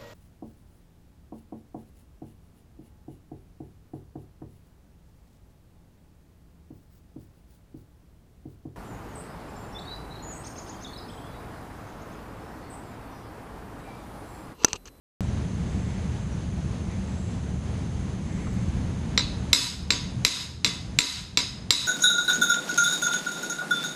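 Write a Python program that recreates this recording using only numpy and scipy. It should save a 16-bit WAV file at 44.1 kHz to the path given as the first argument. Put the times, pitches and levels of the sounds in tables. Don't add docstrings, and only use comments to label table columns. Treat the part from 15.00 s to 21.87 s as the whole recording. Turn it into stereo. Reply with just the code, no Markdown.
import sys
import numpy as np
from scipy import signal
from scipy.fft import rfft, irfft, next_fast_len
from scipy.io import wavfile

SR = 44100
rng = np.random.default_rng(int(sys.argv[2]) if len(sys.argv) > 2 else 0)


def wav_record(signal):
    frames = np.transpose(np.atleast_2d(signal))
    bounded = np.clip(frames, -1, 1)
    quanta = np.round(bounded * 32767).astype(np.int16)
    wavfile.write(sys.argv[1], SR, quanta)


N = 302967

# (frequency [Hz], density [dB per Hz])
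RUMBLE = [(20, -32), (35, -13.5), (55, -3), (78, 2.5), (98, -3), (120, 0.5), (148, -5), (185, 0),
          (240, -10), (350, -18.5), (600, -51), (1200, -76)]
WASH = [(200, 0), (400, 2.5), (600, 1.5), (850, -1.5), (1300, -10), (2200, -15), (3600, -18), (5500, -20.5),
        (8500, -27), (10300, -29.5), (11500, -44.5), (15000, -50)]
# (nearest at [s], rumble lift [dB])
PASSES = [(.45, 2.5), (3.65, 2.5)]
# (centre [Hz], width [Hz], level [dB])
SIZZLE = [(6380, 660, -53.5), (7370, 780, -59.5), (9320, 800, -61)]
# (centre time [s], length [s], level [dB])
BUZZ = [(.2, .1, -55), (.8, 0.3, -57), (1.2, 0.18, -61), (2.22, 0.27, -53.5), (3.453, 0.31, -54.5)]
# (start [s], initial frequency [Hz], level [dB])
CHIRPS = [(.275, 6000, -50), (1.315, 6000, -49)]
# (start [s], centre [Hz], level [dB])
TICKS = [(0.373, 650, -30), (.374, 3500, -46), (3.468, 800, -29.5), (3.535, 11800, -58)]
# (centre time [s], length [s], centre [Hz], level [dB])
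RUSTLES = [(.92, 0.2, 2050, -54), (1.296, 0.13, 1390, -55), (1.927, 0.078, 2160, -54),
           (3.42, 0.2, 2000, -51)]
# (start [s], force [dB], contact brightness at 8 kHz [dB], pitch set by landing spot [Hz],
# its boost [dB], after-ring and tail [dB], crossbar ping [dB])
BLOWS = [(4.1763, 2.5, -9, 4220, 7, -3, -2), (4.5305, 17.5, 3.5, 4600, 0, -0.5, 1),
         (4.9048, 6.5, -5, 4100, -3.5, 0, -4), (5.2492, 20.5, 2, 3950, 0.5, -0.5, -1.5),
         (5.6455, 7, -2, 3900, -4.5, 0.5, -2.5), (5.9878, 24.5, 1.5, 3960, 1.5, 0, -2.5),
         (6.3725, 11, -2, 4100, 1.5, -0.5, 2.5), (6.7063, 19.5, 3.5, 3810, 6, -1.5, -2)]
# (frequency [Hz], direct level before blow colour [dB], t60 before DAMPING [s], excess over porch tail [dB])
SPANNER = [(271.8, -35, .15, 16.5), (454, -26, 0.07, -12), (550, -26.5, .035, -5), (986, -30.5, 0.095, 14),
           (1380, -30, 0.014, -1), (2100, -18.5, 0.014, -2.5), (2110, -34, 0.05, -3),
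           (2337, -15, 0.0078, -11), (2680, -11, 0.011, 0), (3680, -6.5, 0.01, 2), (3730, -16, 0.05, 8),
           (3977, -7, 0.027, 9), (4297, -9, 0.013, -5), (4620, -8, 0.02, 5), (5076, -15.5, 0.053, 15),
           (5680, -10, 0.026, -12), (6530, -24.5, .025, 10), (6690, -19, 0.034, -7), (7500, -12, 0.053, 2),
           (9150, -30, 0.042, 9.5), (11650, -42, .04, 10), (11370, -28, 0.026, 0)]
# (frequency [Hz], density [dB per Hz])
CRACK = [(200, -1.5), (700, -17), (1250, -3), (1650, -11.5), (2200, 1), (3000, -11.5), (3700, 2),
         (4300, -15), (5400, -8.5), (6600, -10.5), (8500, -21.5), (13000, -26.5), (16000, -46)]
# (frequency [Hz], level before RING_DB and blow colour [dB])
RING = [(972, -38), (1159, -43), (2046, -39), (2139, -41), (2585, -39), (3461, -38), (3515, -35),
        (3715, -36), (3765, -35), (3868, -34), (3902, -32), (3935, -35), (3974, -32), (4065, -35),
        (4245, -38), (4404, -37), (4533, -39), (4603, -35), (4785, -39), (5018, -30), (5071, -34),
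        (5106, -35), (6492, -35), (6778, -40), (7736, -39), (7797, -41), (7838, -41), (9090, -48),
        (9130, -48), (10795, -52), (11190, -52), (11270, -51)]
# (frequency [Hz], density [dB per Hz], t60 [s])
PORCH = [(200, 4, 0.29), (580, 4, 0.27), (860, -9, 0.57), (1250, -3, 0.53), (2240, -4, 0.54),
         (3200, -2, 0.56), (3800, -0.5, 0.56), (5740, 0, 0.47), (7560, -2.5, 0.48), (10000, -11.5, 0.45),
         (10300, -22, 0.45), (12500, -20.5, 0.43), (14900, -48, 0.45)]
# (delay [s], level re direct [dB])
ECHOES = [(.0042, -36), (0.0127, -39), (0.0164, -12), (.0275, -24), (0.0293, -19)]
# (frequency [Hz], level [dB], phase lead [rad], likeness of diffuse sound [-1 to 1])
PORTS = [(55, -10.6, 0.0, .97), (125, -11.2, 0.0, .96), (205, -14.6, 0.0, .91), (370, -15.5, .6, .5),
         (550, -9, 2.6, .85), (1000, -1, 2.1, .93), (2100, -.5, 1.3, .78), (4000, -5, .55, .75),
         (6500, -14, .5, .35), (8500, -12, .6, .2), (11000, -4, .3, .2), (15000, -2, 0, .2)]

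RUMBLE_DB, WASH_DB = -26, -37.5
PASS_HALF_WIDTH_S = 0.34
KNOCK_HZ, KNOCK_WIDTH_HZ, KNOCK_DB_PER_FORCE_DB = 2210, 650, 0.1241
DAMPING = 0.98
PING_HZ, PING_WIDTH_HZ = 5060, 130
RING_DB, RING_SPREAD_DB, RING_T60_S = 2, 2.5, .39
RING_BLUR_HZ = 7
SOUND_STARTS_S, CUTOFF_HZ = .207, 16400


def from_db(db):
    return 10 ** (np.asarray(db) / 20)


def unit_rms(x):
    return x / np.sqrt(np.mean(x ** 2) + 1e-20)


def at_hz(table, hz):
    points, *columns = np.transpose(table)
    return [np.interp(np.log(hz + 1e-3), np.log(points), c) for c in columns]


def bins(size):
    return np.fft.rfftfreq(size, 1 / SR)


def bell(x, centre, width):
    return np.exp(-((x - centre) / width) ** 2)


def add(track, start_s, sound):
    start = round(start_s * SR)
    part = sound[..., :N - start]
    track[..., start:start + part.shape[-1]] += part


def diffuse(gain, size):
    alike = np.clip(at_hz(PORTS, bins(size))[2], 0, 1)
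    mid, side = rfft(rng.standard_normal((2, size)))
    common = np.sqrt((1 + alike) / 2) * mid
    opposed = np.sqrt((1 - alike) / 2) * side * [[1], [-1]]
    return irfft(gain * (common + opposed), size)


def hump(hz, width_hz, size):
    return unit_rms(diffuse(np.exp(-2 * ((bins(size) - hz) / width_hz) ** 2), size))


def drift(knots_per_s):
    knots = rng.standard_normal(1000)
    return np.interp(np.arange(N) / SR * knots_per_s, np.arange(len(knots)), knots)


def traffic(throb_db=0.88, waver_db=1.1, wash_share=0.53):
    t = np.arange(N) / SR
    lift_db = sum(peak_db / (1 + ((t - s) / PASS_HALF_WIDTH_S) ** 2) for s, peak_db in PASSES)
    rumble = unit_rms(diffuse(from_db(at_hz(RUMBLE, bins(N))[0]), N))
    wash = unit_rms(diffuse(from_db(at_hz(WASH, bins(N))[0]), N))
    rumble_db = RUMBLE_DB + lift_db + throb_db * drift(18)
    wash_db = WASH_DB + wash_share * lift_db + waver_db * drift(12.0)
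    return rumble * from_db(rumble_db) + wash * from_db(wash_db)


def garden(buzz_hz=7620, buzz_width_hz=480, chirp_s=0.036, chirp_fall=0.076):
    t = np.arange(N) / SR
    out = sum(from_db(level_db) * hump(hz, width_hz, N) for hz, width_hz, level_db in SIZZLE)
    swell = sum(from_db(level_db) * np.exp(-2 * ((t - s) / length_s) ** 2) for s, length_s, level_db in BUZZ)
    out += swell * hump(buzz_hz, buzz_width_hz, N)
    along = np.linspace(0, 1, round(chirp_s * SR))
    for s, hz, level_db in CHIRPS:
        phase = 2 * np.pi * np.cumsum(hz * (1 - chirp_fall * along)) / SR
        add(out, s, from_db(level_db) * np.sin(np.pi * along) * np.sin(phase))
    return out


def handling(t60_s=0.064, tick_width_hz=1100, rustle_width_hz=550, touch_s=.0006):
    out, t = np.zeros((2, N)), np.arange(SR // 10) / SR
    for s, hz, level_db in TICKS:
        envelope = from_db(level_db - 60 * t / t60_s) * (1 - np.exp(-t / touch_s))
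        add(out, s, hump(hz, tick_width_hz, len(t)) * envelope)
    for s, length_s, hz, level_db in RUSTLES:
        swell = bell(np.arange(N) / SR, s, length_s)
        out += from_db(level_db) * swell * hump(hz, rustle_width_hz, N)
    return out


def porch(tail_db=-21.5, build_s=0.0097):
    size = SR
    t, hz = np.arange(size) / SR, bins(size)
    humps = sum(from_db(over_db) ** 2 / (1 + (2 * np.pi * (hz - mode_hz) * t60_s / np.log(1000)) ** 2)
                for mode_hz, _, t60_s, over_db in SPANNER)
    gain = from_db(at_hz(PORCH, hz)[0]) * np.sqrt(1 + humps)
    noise = rfft(unit_rms(diffuse(gain, size)))
    edges_hz = [0, 700, 3000, 5500, 7000, 9000, 12000, SR / 2]
    tail = np.zeros((2, size))
    for low, high in zip(edges_hz, edges_hz[1:]):
        t60_s = at_hz(PORCH, (low + high) / 2)[1]
        band = irfft(noise * ((hz >= low) & (hz < high)), size)
        tail += band * from_db(-60 * t / t60_s)
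    return from_db(tail_db) * tail * np.clip(t / build_s, 0, 1) ** 2


def contact_tilt(hz, bright_db):
    return bright_db * np.minimum(hz / 8000, 1.5) ** 1.5


def ring_colour(hz, bright_db, favoured_hz, boost_db, after_db, ping_db, favoured_width_hz=220):
    spot_db = boost_db * bell(hz, favoured_hz, favoured_width_hz)
    crossbar_db = ping_db * bell(hz, PING_HZ, PING_WIDTH_HZ)
    return after_db + contact_tilt(hz, bright_db) + spot_db + crossbar_db


def ring(colour, count=3):
    hz, mode_db = np.transpose(RING)
    spread_db = RING_SPREAD_DB * rng.standard_normal(len(hz))
    level = from_db(RING_DB + mode_db + ring_colour(hz, *colour) + spread_db)
    partials = np.round(hz + RING_BLUR_HZ * rng.standard_normal((count, len(hz)))).astype(int)
    phase = np.exp(2j * np.pi * rng.random(partials.shape))
    spectrum = np.zeros(SR // 2 + 1, complex)
    np.add.at(spectrum, partials, level / np.sqrt(count) * phase)
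    return irfft(spectrum, SR) * SR / 2 * from_db(-60 * np.arange(SR) / SR / RING_T60_S)


def modes(hz, level_db, t60_s, size):
    t = np.arange(size) / SR
    amplitude = from_db(level_db) * (-1) ** np.arange(len(hz))
    return amplitude @ (np.sin(2 * np.pi * hz[:, None] * t) * from_db(-60 * t / t60_s[:, None]))


def clink(force_db, bright_db, crack_db=-7.0, fade_t60_s=0.024, contact_s=0.00043, spread_db=2.5):
    size = SR // 4
    t, (hz, mode_db, t60_s, _) = np.arange(size) / SR, np.transpose(SPANNER)
    knock_db = KNOCK_DB_PER_FORCE_DB * force_db * bell(bins(size), KNOCK_HZ, KNOCK_WIDTH_HZ)
    colour_db = contact_tilt(bins(size), bright_db) + knock_db
    level_db = mode_db + np.interp(hz, bins(size), colour_db) + spread_db * rng.standard_normal(len(hz))
    body = modes(hz, level_db, t60_s / DAMPING, size)
    fade = from_db(-60 * t / fade_t60_s)
    phase = np.angle(rfft(rng.standard_normal(size) * fade))
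    burst = np.exp(1j * phase) * np.linalg.norm(fade)
    shape = unit_rms(from_db(at_hz(CRACK, bins(size))[0])) * from_db(crack_db + colour_db)
    crack = irfft(burst * shape, size) * fade ** 0.16
    return (body + crack) * (1 - np.exp(-t / contact_s))


def hammer(shift_rad=0.868):
    out, tail_a, tail_b = np.zeros((2, N)), rfft(porch()), rfft(porch())
    for k, (s, force_db, *colour) in enumerate(BLOWS):
        direct = from_db(force_db) * clink(force_db, colour[0])
        add(out, s, direct)
        for delay_s, level_db in ECHOES:
            add(out, s + delay_s, from_db(level_db) * direct)
        add(out, s, from_db(force_db) * ring(colour))
        tail = np.cos(k * shift_rad) * tail_a + np.sin(k * shift_rad) * tail_b
        tail_gain = from_db(force_db + ring_colour(bins(SR), *colour))
        add(out, s, irfft(tail * tail_gain, SR))
    return out


def scene():
    return traffic() + garden() + handling() + hammer()


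def ports(x):
    size = next_fast_len(N + SR // 10)
    level_db, lead_rad, _ = at_hz(PORTS, bins(size))
    left = rfft(x[0], size) * from_db(level_db) * np.exp(1j * lead_rad)
    return np.array([irfft(left, size)[:N], x[1]])


def released(over_db, db_per_s):
    fall_db = db_per_s * np.arange(N) / SR
    return np.maximum.accumulate(over_db + fall_db) - fall_db


def limiter(x, threshold_db=-0.5, fast_db_per_s=85, slow_db_per_s=14, slow_share=0.55, attack_s=0.0009):
    over_db = np.maximum(20 * np.log10(np.abs(x).max(axis=0) + 1e-9) - threshold_db, 0)
    fast_db = released(over_db, fast_db_per_s)
    slow_db = released(slow_share * over_db, slow_db_per_s)
    pole = np.exp(-1 / (attack_s * SR))
    cut_db = signal.lfilter([1 - pole], [1, -pole], np.maximum(fast_db, slow_db))
    ahead = SR // 1000
    return x * from_db(-np.pad(cut_db[ahead:], (0, ahead), mode="edge"))


def record(dry):
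    x = limiter(ports(dry)) * (np.arange(N) / SR > SOUND_STARTS_S)
    x = x / (1 + x ** 6) ** (1 / 6)
    return signal.sosfilt(signal.cheby2(14, 70, CUTOFF_HZ, fs=SR, output="sos"), x)


dry = scene()
out = record(dry)
wav_record(out)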